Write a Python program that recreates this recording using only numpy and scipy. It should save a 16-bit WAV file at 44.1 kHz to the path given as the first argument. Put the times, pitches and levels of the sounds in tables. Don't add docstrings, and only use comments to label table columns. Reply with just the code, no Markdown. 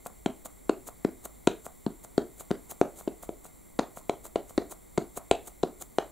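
import sys
import numpy as np
from scipy import signal
from scipy.fft import rfft, irfft, next_fast_len
from scipy.io import wavfile
from scipy.ndimage import map_coordinates

SR = 44100
rng = np.random.default_rng(int(sys.argv[2]) if len(sys.argv) > 2 else 0)


def volts(x):
    e = np.asarray(x, float) / 20
    return 10 ** e


def generate_wav(signal):
    frames = np.transpose(np.atleast_2d(signal))
    scaled = np.clip(frames, -1, 1) * 32767
    pcm = np.round(scaled).astype(np.int16)
    wavfile.write(sys.argv[1], SR, pcm)


N = 269451
BLOW_LENGTH, TAIL_LENGTH = SR // 40, SR // 3


def unit(x):
    return x / np.sqrt(np.mean(x ** 2) + 1e-20)


def along(points, hz):
    f, v = np.transpose(points)
    return np.interp(np.log(hz + 1), np.log(f + 1), v)


def filtered(x, response):
    length = x.shape[-1]
    m = next_fast_len(length + 8192)
    hz = np.fft.rfftfreq(m, 1 / SR)
    return irfft(rfft(x, m) * response(hz), m)[..., :length]


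def left_right(mid, side):
    return np.array([mid + side, mid - side])


def spread(pair, spectrum, alike):
    def gains(hz):
        turn = np.arccos(np.clip(along(alike, hz), -1, 1)) / 2
        return volts(along(spectrum, hz)) * [np.cos(turn), np.sin(turn)]

    return left_right(*filtered(pair, gains))


def wobble(rate):
    knots = rng.standard_normal(int(N * rate / SR) + 4)
    return map_coordinates(knots, [np.arange(N) * rate / SR])


def add(track, s, sound):
    part = track[..., round(s * SR):][..., :sound.shape[-1]]
    part += sound[..., :part.shape[-1]]


# (frequency [Hz], side minus middle level [dB])
BACKGROUND_WIDTH = [(30, -15), (60, -2.5), (130, 5), (300, 6.5), (640, 7), (1400, -3.5), (1800, -10),
                    (2000, -24), (7500, -47), (7900, -9), (9000, -8), (15000, -2)]


def bed(spectrum):
    def gains(hz):
        return volts(along(spectrum, hz)) * [np.ones_like(hz), volts(along(BACKGROUND_WIDTH, hz))]

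    mid, side = filtered(rng.standard_normal((2, N)), gains)
    return left_right(mid, side) / np.std(mid)


# (frequency [Hz], level [dB per Hz])
AIR_SPECTRUM = [(15, -7.5), (30, -4), (52, 1.5), (85, -11), (150, -12), (300, -14), (500, -19.5),
                (700, -20.5), (1100, -22.5), (1650, -32), (2000, -65), (3000, -120)]
# (frequency [Hz], level [dB per Hz])
HISS_SPECTRUM = [(1200, -65.5), (1700, -20), (2080, -7), (2700, -23.5), (3700, -16), (4700, -19),
                 (5000, -33), (5400, -19.5), (6800, -16.5), (7450, -1), (7850, -10.5), (10000, -12),
                 (15700, -14), (15950, -73)]


def background():
    air_db = -57.5 + 0.58 * wobble(3.42)
    air = volts(air_db) * bed(AIR_SPECTRUM)
    hiss_db = -60 + 0.37 * wobble(2.49)
    return air + volts(hiss_db) * bed(HISS_SPECTRUM)


# (frequency [Hz], time to fall 60 dB [s])
ROOM_DECAY = [(150, 0.2), (400, 0.3), (800, 0.25), (2000, 0.28), (5000, 0.24), (10000, 0.15)]


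def room_tails(count):
    delay_s, build_s = 0.004, 0.0022
    slap_s, slap_width_s, slap = 0.037, 0.0046, 0.66
    noise = rng.standard_normal((count, 2, TAIL_LENGTH))
    hz, t, z = signal.stft(noise, SR, nperseg=256)
    decay = volts(-60 * t / along(ROOM_DECAY, hz)[:, None])
    tail = signal.istft(z * decay, SR, nperseg=256)[1]
    t = np.arange(tail.shape[-1]) / SR
    tail = tail * (1 - np.exp(-t / build_s))
    tail = tail * (1 + slap * np.exp(-((t - slap_s) / slap_width_s) ** 2))
    tail = tail / np.linalg.norm(tail, axis=-1, keepdims=True)
    return np.pad(tail, ((0, 0), (0, 0), (round(delay_s * SR), 0)))


def placed(times, blows, room_db):
    near, far = np.zeros((2, 2, N))
    tails = room_tails(len(blows))
    echoes = volts(room_db) * signal.fftconvolve(blows[:, None], tails, axes=2)
    for s, blow, echo in zip(times, blows, echoes):
        add(near, s, blow)
        add(far, s, echo)
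    return near, far


# (frequency [Hz], level [dB])
ROOM_TONE = [(100, 2), (200, 0), (300, -1), (400, 0.5), (520, -4.5), (680, 6), (900, 0), (1400, 1),
             (4000, -2.5), (5500, -0.5), (9000, -2)]
# (frequency [Hz], left-right likeness [0 to 1])
ROOM_LIKENESS = [(60, 0.34), (180, 0.83), (550, 0.92), (1500, 0.91), (3500, 1), (4500, .995), (7500, 0.99),
                 (9000, .7)]


def room_answer(far):
    return spread(far, ROOM_TONE, ROOM_LIKENESS)


# (frequency [Hz], width [Hz], level [dB])
PLATE_RINGS = [(163, 100, -9), (400, 58, -5.5), (698.4, 57, 2.5), (775, 18, -7), (1393, 71, -3)]


def plate(hz):
    response = 1
    for center, width, db in PLATE_RINGS:
        damping = 1j * hz * width
        response = response + volts(db) * damping / (center * center - hz * hz + damping)
    return response


# (frequency [Hz], left minus right level [dB])
HANDS_LEAN = [(60, 1.5), (180, 5), (550, 2.0), (1650, 1.5), (4970, 1), (15000, -6.5)]


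def at_the_hands(dry):
    def gains(hz):
        return plate(hz) * volts(along(HANDS_LEAN, hz) / 2 * [[1], [-1]])

    return filtered(dry, gains)


# (frequency [Hz], level [dB per Hz])
FIZZ_SPECTRUM = [(180, -27), (300, 3.5), (800, -2), (1400, -8), (1750, -15.5), (2700, -17), (4000, -11),
                 (5200, -19.5), (6200, -8), (7200, -0.5), (10000, -5.5), (15700, -7.5), (15950, -60)]
# (time [s], fizz level [dB], tear length [s])
LATE_TEARS = [
    (0.467, -46, .013),
    (3.25, -53, 0.034),
    (3.466, -50, 0.026),
    (3.989, -49.5, 0.025),
    (4.269, -51, .015),
]
# (time [s], pop level [dB], fizz level [dB], tear length [s], fizz peak after the pop [ms])
PAD_LIFTS = [(0.0614, -28.5, -44.5, 0.02, 8.5), (0.4584, -33, -42, 0.014, -1),
             (0.8873, -33.5, -38.5, 0.02, -6.5), (1.257, -33, -37.5, 0.018, -1.5),
             (1.665, -30, -44, 0.023, -0.5), (2.0478, -39.5, -47, 0.018, -0.5),
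             (2.408, -37, -43.5, 0.031, 1.3), (2.719, -36.5, -38, 0.021, -5),
             (3.01, -38.5, -45, 0.045, -8.5), (3.2338, -35.5, -46, 0.0085, -3.5),
             (3.453, -39.5, -48.5, 0.0067, -6.5), (3.9726, -32, -53, 0.024, -1.5),
             (4.2544, -36.5, -42, 0.016, 0.5), (4.5072, -40, -46, 0.026, -4),
             (4.7235, -35, -40, 0.021, -2.3), (5.175, -27, -38.5, 0.021, 3), (5.48, -39.5, -45, 0.033, 0),
             (5.824, -42, -42.5, 0.03, 0)]


def fizz():
    t, effort = np.arange(N) / SR, np.zeros(N)
    tears = [(s + late_ms / 1e3, db, tear_s) for s, _, db, tear_s, late_ms in PAD_LIFTS]
    for s, db, tear_s in tears + LATE_TEARS:
        building = t < s
        away = np.abs(t - s) / tear_s
        drop_db = np.where(building, 21, 25) * away ** np.where(building, 1.1, 0.55)
        effort += volts(db + 3.5 - drop_db)
    snaps = rng.standard_normal((2, N)) * (0.5 + 1.9 * (rng.random(N) < 0.06))
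    alike = [(300, 0.65), (1500, 0.98), (5000, 0.99), (7500, 0.98), (9000, 0.87), (15000, 0.48)]
    bursts = volts(2.07 * wobble(250))
    return effort * bursts * unit(spread(snaps, FIZZ_SPECTRUM, alike))


def thump(db, hz, cycles, glide=0.69, swell=2.11):
    u = np.arange(BLOW_LENGTH) / SR * hz
    envelope = (u / cycles * np.exp(1 - u / cycles)) ** swell
    return volts(db) * envelope * np.sin(2 * np.pi * u ** glide)


def pops():
    s, db = np.transpose(PAD_LIFTS)[:2, :, None]
    pop = thump(db, hz=856, cycles=0.58, swell=0.81)
    tick = thump(db - 6, hz=2650, cycles=2.4)
    body = thump(db - 11.0, hz=397, cycles=0.87)
    return placed(s[:, 0], pop + tick + body, room_db=-10.5)


# (time [s], peak level [dB], frequency [Hz], shell ring over the peak [dB])
CASE_HITS = [(0.2603, -19, 3170, -12), (0.6933, -29, 3930, 3), (1.047, -27, 2090, -17),
             (1.4726, -11, 3800, -6), (1.8632, -35.5, 4160, 3.5), (2.1784, -22, 4460, -14.5),
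             (2.5117, -25, 1970, -14), (2.813, -31, 2280, -8), (3.0754, -37, 3180, -1),
             (3.2904, -38, 2280, -2), (3.7933, -20, 1910, -18), (4.0946, -22, 2240, -5),
             (4.3575, -25, 2020, -1), (4.581, -24, 1880, -13), (4.9761, -25, 2100, -5),
             (5.3118, -12.5, 2580, -9), (5.6316, -25, 4000, -9), (5.9838, -32, 2100, -7)]
# (frequency [Hz], level [dB], time to fall 60 dB [s])
CASE_SHELL = [(994, -2.5, 0.028), (1372, -7, 0.023)]


def clacks():
    s, db, high_hz, shell_db = np.transpose(CASE_HITS)[:, :, None]
    t = np.arange(BLOW_LENGTH) / SR
    grip = np.exp(0.051 * rng.standard_normal(s.shape))
    ring = volts(db - 1.5 - 60 * t / 0.0099) * np.sin(2 * np.pi * high_hz * t)
    for hz, level, t60 in CASE_SHELL:
        ring = ring + volts(db + shell_db + level - 60 * t / t60) * np.sin(2 * np.pi * hz * grip * t)
    onset = 1 - np.exp(-t / 0.0005)
    return placed(s[:, 0], ring * onset, room_db=-16)


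# (frequency [Hz], level [dB per Hz])
CRACK_SPECTRUM = [(1100, -1), (1700, -21), (2200, -7.5), (2700, -5.5), (3300, -9), (3900, -3), (4400, -6.5),
                  (5000, -25), (6000, -15.5), (7300, -11), (10000, -23), (16400, -61)]
# (time [s], thump level [dB], stiffness [Hz], cycles to the peak, hardness: crack over thump [dB])
FLAT_DABS = [(0.2616, -14, 730, 0.57, -18), (0.6947, -7.5, 620, 1.35, -22), (1.0486, -9, 483, 1.01, -26.5),
             (1.4737, -7.5, 710, 1.56, -16.5), (1.8645, -14, 420, 1.04, -26.5),
             (2.1795, -6, 552, 0.94, -24.5), (2.5125, -11.5, 536, .95, -23), (2.8134, -4, 630, 0.92, -27.5),
             (3.0755, -15.5, 520, 0.95, -32), (3.079, -18.5, 620, .8, -25.5),
             (3.2913, -19.5, 565, 0.82, -29), (3.7937, -11, 494, 0.7, -12.5),
             (4.0957, -8.5, 647, 0.75, -21.5), (4.358, -10.5, 586, 0.9, -24.5), (4.36, -15, 690, .68, -25),
             (4.5816, -10.5, 610, 0.93, -28.5), (4.9798, -10.4, 558, 1.19, -19),
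             (5.3124, -1.5, 620, 0.76, -14.5), (5.6346, -8.5, 600, 1.01, -27), (5.9847, -9, 680, 0.85, -18)]
# (time [s], thump level [dB], stiffness [Hz], hardness [dB])
EDGE_DABS = [
    (0.26, -12.5, 444, -21),
    (1.472, -13.5, 417, -11),
    (2.5065, -18, 408, -23.5),
    (3.79, -12.5, 540, -19.5),
    (4.578, -11.5, 550, -18.5),
    (4.9765, -18.5, 353, -11),
    (5.6313, -20, 353, -13.5),
]


def taps():
    edges = [(s, db, hz, 1.15, hard_db) for s, db, hz, hard_db in EDGE_DABS]
    s, db, hz, cycles, hard_db = np.transpose(FLAT_DABS + edges)[:, :, None]
    t = np.arange(BLOW_LENGTH) / SR
    knock_db = db + 0.51 * hard_db - 3.0
    knock_hz = 1800 * np.exp(0.26 * rng.standard_normal(s.shape))
    knock = thump(knock_db, knock_hz, 1.0)
    fade = volts(-60 * t / 0.0083) + 0.059 * volts(-60 * t / 0.065)
    fade = fade * (1 - np.exp(-t / 0.00007))
    noise = rng.standard_normal((len(s), BLOW_LENGTH))
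    grit = filtered(noise, lambda f: volts(along(CRACK_SPECTRUM, f))) * fade
    grit = grit / np.linalg.norm(grit, axis=1, keepdims=True)
    crack = volts(db + hard_db + 20.5) * grit
    return placed(s[:, 0], thump(db - 3.0, hz, cycles) + knock + crack, room_db=-11.0)


def scene():
    dry, far = np.sum([taps(), pops(), clacks()], axis=0)
    return at_the_hands(dry) + room_answer(far) + fizz() + background()


def band_limit(x):
    return signal.sosfilt(signal.butter(12, 16480, fs=SR, output="sos"), x)


def record(dry):
    return band_limit(dry)


dry = scene()
out = record(dry)
generate_wav(out)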